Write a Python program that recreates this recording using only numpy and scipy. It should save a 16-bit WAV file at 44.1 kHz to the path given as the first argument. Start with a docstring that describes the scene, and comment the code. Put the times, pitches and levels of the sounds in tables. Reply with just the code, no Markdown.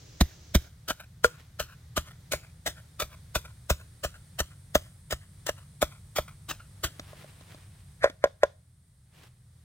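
"""Chilies and garlic crunch under a wooden pestle in a wooden mortar on the ground, about three strokes a second.
Grain noise makes the crunch and the small wet squelch of each lift; decaying modes make wood knocks and ground thumps.
Three bare taps follow with scrapes, chatter and a short bright tail; bursts of fine crackle are rustling leaves.
Wavering harmonics over a rumble drone as a distant engine, with shaped noise for air, insects and an opening hiss.
A close pair of microphones hears it all with small delays, level differences and weak reflections."""
import sys
import numpy as np
from scipy import signal
from scipy.fft import rfft, irfft, next_fast_len
from scipy.io import wavfile

SR = 44100
rng = np.random.default_rng(int(sys.argv[2]) if len(sys.argv) > 2 else 0)


def to_wav(sig):
    """Store sig (one row per channel, or 1-D mono) as 16-bit WAV at the path in sys.argv[1].

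    Samples outside -1..1 are clipped; the rate is SR.
    """
    pcm = np.clip(np.atleast_2d(sig), -1, 1) * 32767
    pcm = np.round(pcm).astype(np.int16)
    wavfile.write(sys.argv[1], SR, pcm.T)  # frames by channels


N = 425119
T = np.arange(N) / SR  # time [s]

# strokes into the pulp: (landing time [s], time spent sinking through the pulp [s], crunch level [dB],
# force [dB], mortar ring level [dB], ground level [dB], squelch level [dB])
STROKES = [ (0.21, .001, -26, -6.5, -37, -11.5, -58), (0.551, .001, -21.5, -9, -21.5, -12.5, -58),
           (.905, .02, -29.5, -26, -24, -43.5, -50.5), (1.245, .001, -23, -27, -12, -32, -55.5),
           (1.601, .004, -32, -54.5, -22.5, -35.5, -49), (1.975, 0.0068, -24, -27.5, -18, -28.5, -43.5),
           (2.335, .015, -26.5, -47, -17, -32.5, -49.5), (2.675, .011, -26.5, -39.5, -25, -36.5, -53.5),
           (3.021, .021, -28.5, -37, -36, -34, -47.5), (3.356, .003, -24, -29.5, -21, -25.5, -47),
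           (3.704, 0.0026, -23.5, -26.5, -15, -20, -52.5), (4.047, .009, -30, -41, -22, -30.5, -52),
           (4.402, 0.011, -29, -29, -24, -27.5, -56.5), (4.754, .003, -24, -13, -8, -26, -55),
           (5.125, 0.016, -32.5, -34.5, -24.5, -30.5, -56.5), (5.491, .024, -33, -41, -16.5, -39.5, -51.5),
           (5.826, .007, -24, -22, -11, -29, -54.5), (6.185, .022, -27.5, -40, -16, -29, -51),
           (6.510, .019, -32, -46, -36, -41, -53), (6.841, 0.0022, -25.5, -40, -47, -31, -62)]
# taps on bare wood: (time [s], mortar ring level [dB], rebound share [ratio], scrape level [dB])
TAPS = [(8.042, -4.5, 0.29, -24.5), (8.2401, -4, 0.22, -47), (8.433, -3, 0.085, -46)]
# light touches while the pestle is handled: (time [s], crack level [dB], mortar ring level [dB])
TOUCHES = [(6.995, -32.5, -40.5), (7.131, -59, -38.5), (7.243, -52, -41.5), (7.409, -50, -55.5),
           (7.545, -47, -46.5), (8.098, -37.5, -40)]
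# resonances of the bowl around the pulp: (frequency [Hz], width of one filter pass [Hz], level [dB])
BOWL_RESONANCES = [(620, 195, 5), (1050, 160, -8.5), (1403, 400, 0), (1665, 500, -7.5), (2370, 640, -8)]
# spectrum of the crack of contact: (frequency [Hz], relative level [dB])
CRACK_SPECTRUM = [(150, -10), (350, 0.5), (1800, -1.5), (2800, -11), (3500, 1.5), (4300, -8), (6000, -7),
                  (7500, -15), (10000, -21), (16000, -24)]

# the first strokes are heard from close by
CLOSE_UNTIL_S, CLOSE_FADE_S = 0.711, 0.055
FILLED_PITCH = 1.03  # pulp tunes the mortar a little higher


def undb(db):
    """Decibels to gain."""
    return np.exp(np.asarray(db) * np.log(10) / 20)


def unit(x):
    """Scale to an rms of one."""
    return x / np.sqrt(np.mean(x ** 2))


def add(out, start_s, x):
    """Mix x into out from the given time."""
    i = int(start_s * SR)
    out[i:i + len(x)] += x[:N - i]


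def colour(x, points):
    """Filter by a (frequency [Hz], level [dB]) spectrum without shifting time, then scale to an rms of one."""
    hz, db = np.transpose(points)
    bins_hz = np.maximum(np.fft.rfftfreq(2048, 1 / SR), 1)
    gain = undb(np.interp(np.log(bins_hz), np.log(hz), db))
    response = np.fft.fftshift(irfft(gain))
    return unit(signal.oaconvolve(x, response * np.hanning(len(response)), "same"))


def resonate(x, peaks):
    """Parallel resonances, each applied twice for dark valleys between them; rms of one."""
    out = 0
    for hz, width_hz, db in peaks:
        section = np.concatenate(signal.iirpeak(hz, hz / width_hz, fs=SR))
        out = out + undb(db) * signal.sosfilt([section, section], x)
    return unit(out)


def walk(rate_hz):
    """A random wander with a spread near one, drawn to a new value at the given rate."""
    knots = rng.standard_normal(N // 100)
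    return np.interp(T * rate_hz, np.arange(len(knots)), knots)


def grains(spread_db):
    """Dense tiny ruptures, a few much larger than the rest."""
    size_db = spread_db * np.minimum(rng.standard_exponential(N), 4)
    return rng.standard_normal(N) * undb(size_db)


def bursts(rows):
    """Envelope of (peak s, dB, rise s, fall s) bursts, 20 dB per rise or fall time; their powers add."""
    power = np.zeros(N)
    for s, db, rise_s, fall_s in rows:
        span = slice(max(int((s - 3 * rise_s) * SR), 0), int((s + 3 * fall_s) * SR))
        t = T[span] - s
        drop_db = 20 * np.maximum(-t / rise_s, t / fall_s)
        power[span] += undb(db - drop_db) ** 2
    return np.sqrt(power)


def ring(modes, pitch=1):
    """Decaying sine modes after one blow, each a little stronger or weaker by where it lands."""
    t = T[:SR // 8]
    out = 0
    for hz, db, t60 in modes:
        decay = np.exp(-np.log(1000) * t / t60)
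        out = out + undb(db + rng.normal()) * np.sin(2 * np.pi * hz * pitch * t) * decay
    return out


def delay(x, seconds):
    """Delay x by a fixed or moving time."""
    return np.interp(T - seconds, T, x)


def airy(points, width=.7):
    """Noise of the given spectrum, partly unrelated left and right."""
    mid, side = (colour(rng.standard_normal(N), points) for _ in range(2))
    return mid + width * side * np.array([[1], [-1]])


def closeness():
    """One while the microphones are close to the bowl, then fading to zero."""
    return np.clip((CLOSE_UNTIL_S - T) / CLOSE_FADE_S, 0, 1)


def crunch(spread_db=3.5, crackle_db=0, bite_bowl_db=-3, squeeze_bowl_db=4.5, sag_db=-28, uneven_db=1.96):
    """Skins and seeds burst in a crackle that rings the bowl, and the pulp fizzes on; gives direct and scattered."""
    # crackle of the pulp: (frequency [Hz], relative level [dB])
    crackle_spectrum = [(150, -19), (300, 1), (450, 0), (900, -5.5), (2000, -1), (2650, -3.5), (3100, 3.5),
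                        (4500, -1.5), (7500, -1), (9700, -8), (15000, -4), (16500, -15)]
    # first bite: a soft stroke or a deep heap takes longer to stop (times per 20 dB)
    bite_rise_s, bite_fall_s, soft_slowing, fall_per_sink = 0.0062, 0.016, 0.16, .55
    # last squeeze on the bottom: level at 0 dB force, dB per dB of force
    squeeze_db, squeeze_growth = -22.5, 0.22
    squeeze_lag_s, squeeze_rise_s, squeeze_fall_s = .002, 0.0073, 0.014
    rise_per_sink = .4  # a deeper heap builds up the squeeze more slowly
    fizz_fall_s = .12  # per 20 dB
    close_bowl_db = -5  # heard from close by, the first strokes carry less ring of the bowl

    bites, squeezes = [], []
    for s, sink_s, crunch_db, force_db, *_ in STROKES:
        fall_s = bite_fall_s * undb(-soft_slowing * force_db) + fall_per_sink * sink_s
        bites.append((s - sink_s, crunch_db, bite_rise_s, fall_s))
        level_db = squeeze_db + squeeze_growth * force_db
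        rise_s = squeeze_rise_s + rise_per_sink * sink_s
        squeezes.append((s + squeeze_lag_s, level_db, rise_s, squeeze_fall_s))
    bite, squeeze = bursts(bites), bursts(squeezes)
    fizz = bursts([(s + fall_s, db + sag_db, fall_s, fizz_fall_s) for s, db, _, fall_s in bites + squeezes])

    hollow = np.hypot(undb(bite_bowl_db) * bite, undb(squeeze_bowl_db) * squeeze)
    hollow = hollow * undb(close_bowl_db * closeness())
    # pieces give way one after another, a few milliseconds apart
    size = np.sqrt(bite ** 2 + squeeze ** 2 + fizz ** 2) * undb(crackle_db + uneven_db * walk(300))
    direct, scattered = (size * colour(grains(spread_db), crackle_spectrum) for _ in range(2))
    return direct + hollow * resonate(grains(spread_db), BOWL_RESONANCES), scattered


def blows(push_s=.0033, sink_s=.0055, rock_db=4, soil_hz=400, crack_rise_s=0.001, crack_fall_s=0.0076):
    """The pestle lands with a crack: the bowl is shoved down and rocks on the soil."""
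    # modes of the ground under the mortar: (frequency [Hz], level [dB], 60 dB decay time [s])
    ground_modes = [(71, 0, .085), (48, -18.5, 0.05), (112, -8.5, .055), (160, -11.5, .05),
                    (329.4, -13, 0.047)]
    crack_db, crack_growth = -12, 0.52  # level at 0 dB force, dB per dB of force
    tap_crack_db, tap_push_db, tap_ground_db = -16.5, -43, -35.5  # relative to the mortar ring
    touch_push_db = 1.5  # relative to the crack
    push_hz, close_push_hz = 280, 205  # whole cloves cushion the first strokes: a deeper push

    # each contact: (s, crack dB, push dB, ground dB)
    contacts = []
    for s, _, _, force_db, _, ground_db, _ in STROKES:
        contacts.append((s, crack_db + crack_growth * force_db, force_db, ground_db))
    for s, db, *_ in TAPS:
        contacts.append((s, db + tap_crack_db, db + tap_push_db, db + tap_ground_db))
    for s, db, _ in TOUCHES:
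        contacts.append((s, db, db + touch_push_db, -np.inf))  # no ground thump

    push, ground = np.zeros((2, N))
    t = T[:SR // 20]
    for s, _, push_db, ground_db in contacts:
        hz = close_push_hz if s < CLOSE_UNTIL_S else push_hz
        add(push, s, undb(push_db) * np.sin(2 * np.pi * hz * t) * np.exp(-t / push_s))
        add(ground, s + sink_s, -undb(ground_db + rock_db) * ring(ground_modes))
    crack_size = bursts([(s + crack_rise_s, db, crack_rise_s, crack_fall_s) for s, db, *_ in contacts])
    crack = crack_size * colour(rng.standard_normal(N), CRACK_SPECTRUM)
    # soil passes no treble
    soil = signal.butter(2, soil_hz, fs=SR, output="sos")
    return crack + push + signal.sosfilt(soil, ground)


def knocks(rebound_s=.0160, radiate_hz=440, contact_hz=2400):
    """The mortar's modes ring at every stroke, touch and tap, with the pestle's under strokes and taps."""
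    # modes of the mortar: (frequency when empty [Hz], level [dB], 60 dB decay time [s])
    mortar_modes = [(590, 0, .035), (636, -10.5, .026), (775, -18.5, .018), (1026.6, -14, 0.041),
                    (1414, -17, 0.038), (1640, -14.5, 0.035), (1860, -16.5, .022), (2150, -21.5, .015),
                    (3580, -18.5, 0.03)]
    # modes of the pestle: (frequency [Hz], level [dB], 60 dB decay time [s])
    pestle_modes = [(488, -4, .06), (1130, -18, 0.032), (1417, 1.5, .026), (1590, -5.5, .022)]
    held_pestle_db, tap_pestle_db = -20.5, -28.5  # the hand damps the pestle: relative to the mortar
    glance_s, glance_db = 1.245, -5.5  # one stroke glances off the wall and sets the pestle ringing

    wood = np.zeros(N)
    for s, _, _, _, db, *_ in STROKES:
        knock = ring(mortar_modes, FILLED_PITCH) + undb(held_pestle_db) * ring(pestle_modes)
        add(wood, s, undb(db) * knock)
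    for s, _, db in TOUCHES:
        add(wood, s, undb(db) * ring(mortar_modes, FILLED_PITCH))
    add(wood, glance_s, undb(glance_db) * ring(pestle_modes))
    for s, db, rebound, *_ in TAPS:
        knock = undb(db) * (ring(mortar_modes) + undb(tap_pestle_db) * ring(pestle_modes))
        # on bare wood the pestle chatters, weaker at each touch
        for k in range(3):
            add(wood, s + k * rebound_s, knock * rebound ** k)
    # a small bowl radiates little bass and the contact time softens its top
    band = signal.butter(3, [radiate_hz, contact_hz], "band", fs=SR, output="sos")
    return signal.sosfilt(band, wood)


def squelches(rise_s=0.025, spread_db=5.5, spit_db=0, bowl_db=-7):
    """Sticky pulp tears in small wet clicks as the pestle lifts; part of their sound rings the bowl."""
    # wet clicks: (frequency [Hz], relative level [dB])
    wet_spectrum = [(200, -16.5), (550, -1), (900, -2.5), (1500, -0.5), (3200, -7.5), (5000, -12.5),
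                    (8000, -15), (16000, -17.5)]
    lift_s, lift_fall_s = .097, 0.064  # the pestle pulls free a moment after each landing
    size = bursts([(s + lift_s, db, rise_s, lift_fall_s) for s, *_, db in STROKES])
    # strands let go one after another
    tearing = unit(undb(4.5 * np.clip(walk(160), -2, 2)))
    clicks = grains(spread_db) * tearing
    hollow = undb(bowl_db) * resonate(clicks, BOWL_RESONANCES)
    return size * (hollow + undb(spit_db) * colour(clicks, wet_spectrum))


def scrapes(spread_db=2.0):
    """Wood slides on wood around each of the last taps, as a short burst of grainy noise."""
    # wood sliding on wood: (frequency [Hz], relative level [dB])
    scrape_spectrum = [(400, -24), (600, -8), (1000, -17.5), (1450, -1.5), (1900, -2.5), (2400, -10),
                       (2900, -30.5), (3600, -18), (6000, -26.5), (16000, -40.5)]
    lead_s, rise_s, fall_s = .005, .018, .042
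    size = bursts([(s - lead_s, db, rise_s, fall_s) for s, *_, db in TAPS])
    return size * colour(grains(spread_db), scrape_spectrum)


def wall_echo(x, share=.55, echo_s=.00065, sway=.38):
    """The bowl's wall returns the sound; a wandering gap, as for a moving pestle, varies the colour."""
    gap_s = echo_s * np.exp(sway * walk(2))
    return (x + share * delay(x, gap_s)) / np.hypot(1, share)


def lobes(x, share=0.31, above_hz=900):
    """The bowl's upper modes radiate in lobes: a quarter-cycle shift, added to one microphone and taken from the other."""
    size = next_fast_len(N + SR // 10, real=True)
    ratio = (np.fft.rfftfreq(size, 1 / SR) / above_hz) ** 8
    return irfft(1j * share * ratio / (1 + ratio) * rfft(x, size), size)[:N]


def tap_tails():
    """The cracks of the bare taps scatter back from leaves nearby as a short bright tail."""
    level_db, rise_s, fall_s = -51.5, 0.022, 0.083  # level relative to the mortar ring
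    size = bursts([(s + rise_s, db + level_db, rise_s / 2, fall_s) for s, db, *_ in TAPS])
    return size * airy(CRACK_SPECTRUM)


def yard(x, wet_db=-36, t60=.3, dull_hz=3500):
    """Weak scattered reflections from leaves and things nearby: decaying noise, different in each ear."""
    t = T[:SR // 2]
    tails = rng.standard_normal((2, len(t))) * np.exp(-np.log(1000) * t / t60) * np.minimum(t / .01, 1)
    band = signal.butter(1, [350, min(dull_hz, SR / 3)], "band", fs=SR, output="sos")
    tails = signal.sosfilt(band, tails)
    tails /= np.sqrt(np.sum(tails ** 2, axis=1, keepdims=True))
    return undb(wet_db) * signal.oaconvolve(x[None], tails, axes=1)[:, :N]


def rustles(spread_db=7, flutter_db=3):
    """Leaves rub in uneven little surges of fine crackle."""
    # leaves brushed beside the mortar: (time [s], level [dB], fall time per 20 dB [s])
    brushes = [(1.389, -59, .14), (7.16, -57, 0.65), (7.54, -62.5, 0.53), (9.181, -59, 0.14),
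               (9.24, -59, 0.09)]
    # leaf crackle: (frequency [Hz], relative level [dB])
    leaf_spectrum = [(150, -9.5), (300, 1.5), (700, -1), (1700, -1), (3200, -3), (4500, -7), (6000, -10.5),
                     (10000, -14.5), (16000, -17)]
    rise_share = 0.59  # of the fall time
    size = bursts([(s, db, rise_share * fall_s, fall_s) for s, db, fall_s in brushes])
    size = size * undb(flutter_db * walk(40))
    common = colour(grains(spread_db), leaf_spectrum)
    ears = [common + 0.89 * colour(grains(spread_db), leaf_spectrum) for _ in range(2)]
    return size * np.array(ears)


def engine(lines_db=-3, wander=.015):
    """Low harmonics of a far engine waver over its rumble."""
    # engine speed: (time [s], firing rate before wander [Hz])
    firing_rate = [(0, 37), (1, 38.26), (2.7, 40.06), (3.6, 36), (4.5, 44.96), (5.4, 48), (6.5, 48.6),
                   (7.6, 48), (9.64, 39.8)]
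    # rumble: (frequency [Hz], relative level [dB])
    rumble_spectrum = [(20, -16), (45, -4), (70, -3), (120, 1), (165, -5.5), (210, -19.5), (280, -28),
                       (500, -49.5)]
    hz = np.interp(T, *np.transpose(firing_rate)) * (1 + wander * walk(3))
    phase = 2 * np.pi * np.cumsum(hz) / SR
    lines = 0
    for k, db in enumerate([-15.5, 1.5, -1.5, -9], 1):
        lines = lines + undb(db + 2.2 * walk(4)) * np.sin(k * phase)
    rumble = colour(rng.standard_normal(N), rumble_spectrum)
    return unit(rumble + undb(lines_db) * unit(lines))


def surroundings(patchy_db=1.1):
    """Engine drone and moving air share one slowly changing level that dips after the taps; insects and hiss join."""
    # background before the trims below: (time [s], drone and air level [dB], insect level [dB])
    levels = [(0.0, -54.5, -79), (0.43, -52.5, -77), (0.78, -54, -79), (1.96, -52, -81), (2.6, -51.5, -73),
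              (3.73, -51.5, -69.5), (5.05, -52.5, -68.5), (6.31, -51.5, -68.5), (7.33, -53, -68),
              (7.92, -52.5, -70), (8.21, -57, -77.5), (8.65, -61.5, -77), (9.64, -57.5, -75.5)]
    # noise spectra: (frequency [Hz], relative level [dB])
    air_spectrum = [(150, -10), (280, 1.5), (650, -3), (1000, -5), (2000, -4), (2700, -11), (3600, -5.5),
                    (6500, -9), (11000, -13), (15000, -17.5), (16500, -17)]
    insect_spectrum = [(6000, -40), (7800, -9.5), (8900, -1.5), (9700, -12.5), (10600, -7), (11800, -19),
                       (14000, -35.5)]
    hiss_spectrum = [(150, -14), (300, 9.5), (1000, -4.5), (2500, -3.5), (4500, 0), (6300, 3),
                     (8500, -12.5), (12000, -23), (16000, -13)]
    drone_db, air_db, insects_db = 1.5, -14, 1.5  # trims on the levels above
    hiss_db = -58.5  # soft hiss under the close strokes

    s, *columns = np.transpose(levels)
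    low, insects = (undb(np.interp(T, s, column)) for column in columns)
    outdoors = low * (undb(drone_db) * engine() + undb(air_db + walk(5)) * airy(air_spectrum))
    hiss = closeness() * undb(hiss_db + patchy_db * walk(15.5)) * airy(hiss_spectrum)
    high = undb(insects_db) * insects * (1 - closeness()) * airy(insect_spectrum)
    return outdoors + high + hiss


def scene(scatter=.48, tilt_db=.6, lag_s=.000092, lag_sway=0.33):
    """The mortar stands a little to the left, so it reaches the right microphone slightly later."""
    pulp, scattered = crunch()
    # the crunch comes back from the near wall and again from the far one
    pulp = wall_echo(wall_echo(pulp + squelches()), share=0.51, echo_s=.0013)
    wood = knocks() + blows() + scrapes()
    # the pulp of the close first strokes leans to the other side
    lean_db = tilt_db - 3 * closeness()
    side = lobes(wood)
    left = wood + side + undb(lean_db) * pulp
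    # the lag wanders, as for a pestle landing in different parts of the bowl
    moving_lag_s = lag_s * np.exp(lag_sway * walk(3))
    right = delay(wood - side + undb(-lean_db) * pulp, moving_lag_s)
    mortar = np.array([left, right]) + scatter * wall_echo(scattered)
    return mortar + yard(pulp + wood) + tap_tails() + rustles() + surroundings()


def record(dry, ceiling=0.74):
    """The recorder drops the deepest bass, rounds the highest peaks and cuts the top."""
    top_hz = 15900
    low_cut = signal.butter(3, 30, "high", fs=SR, output="sos")
    rounded = ceiling * np.tanh(signal.sosfilt(low_cut, dry) / ceiling)
    return signal.sosfilt(signal.ellip(8, .2, 70, top_hz, fs=SR, output="sos"), rounded)


dry = scene()
out = record(dry)
to_wav(out)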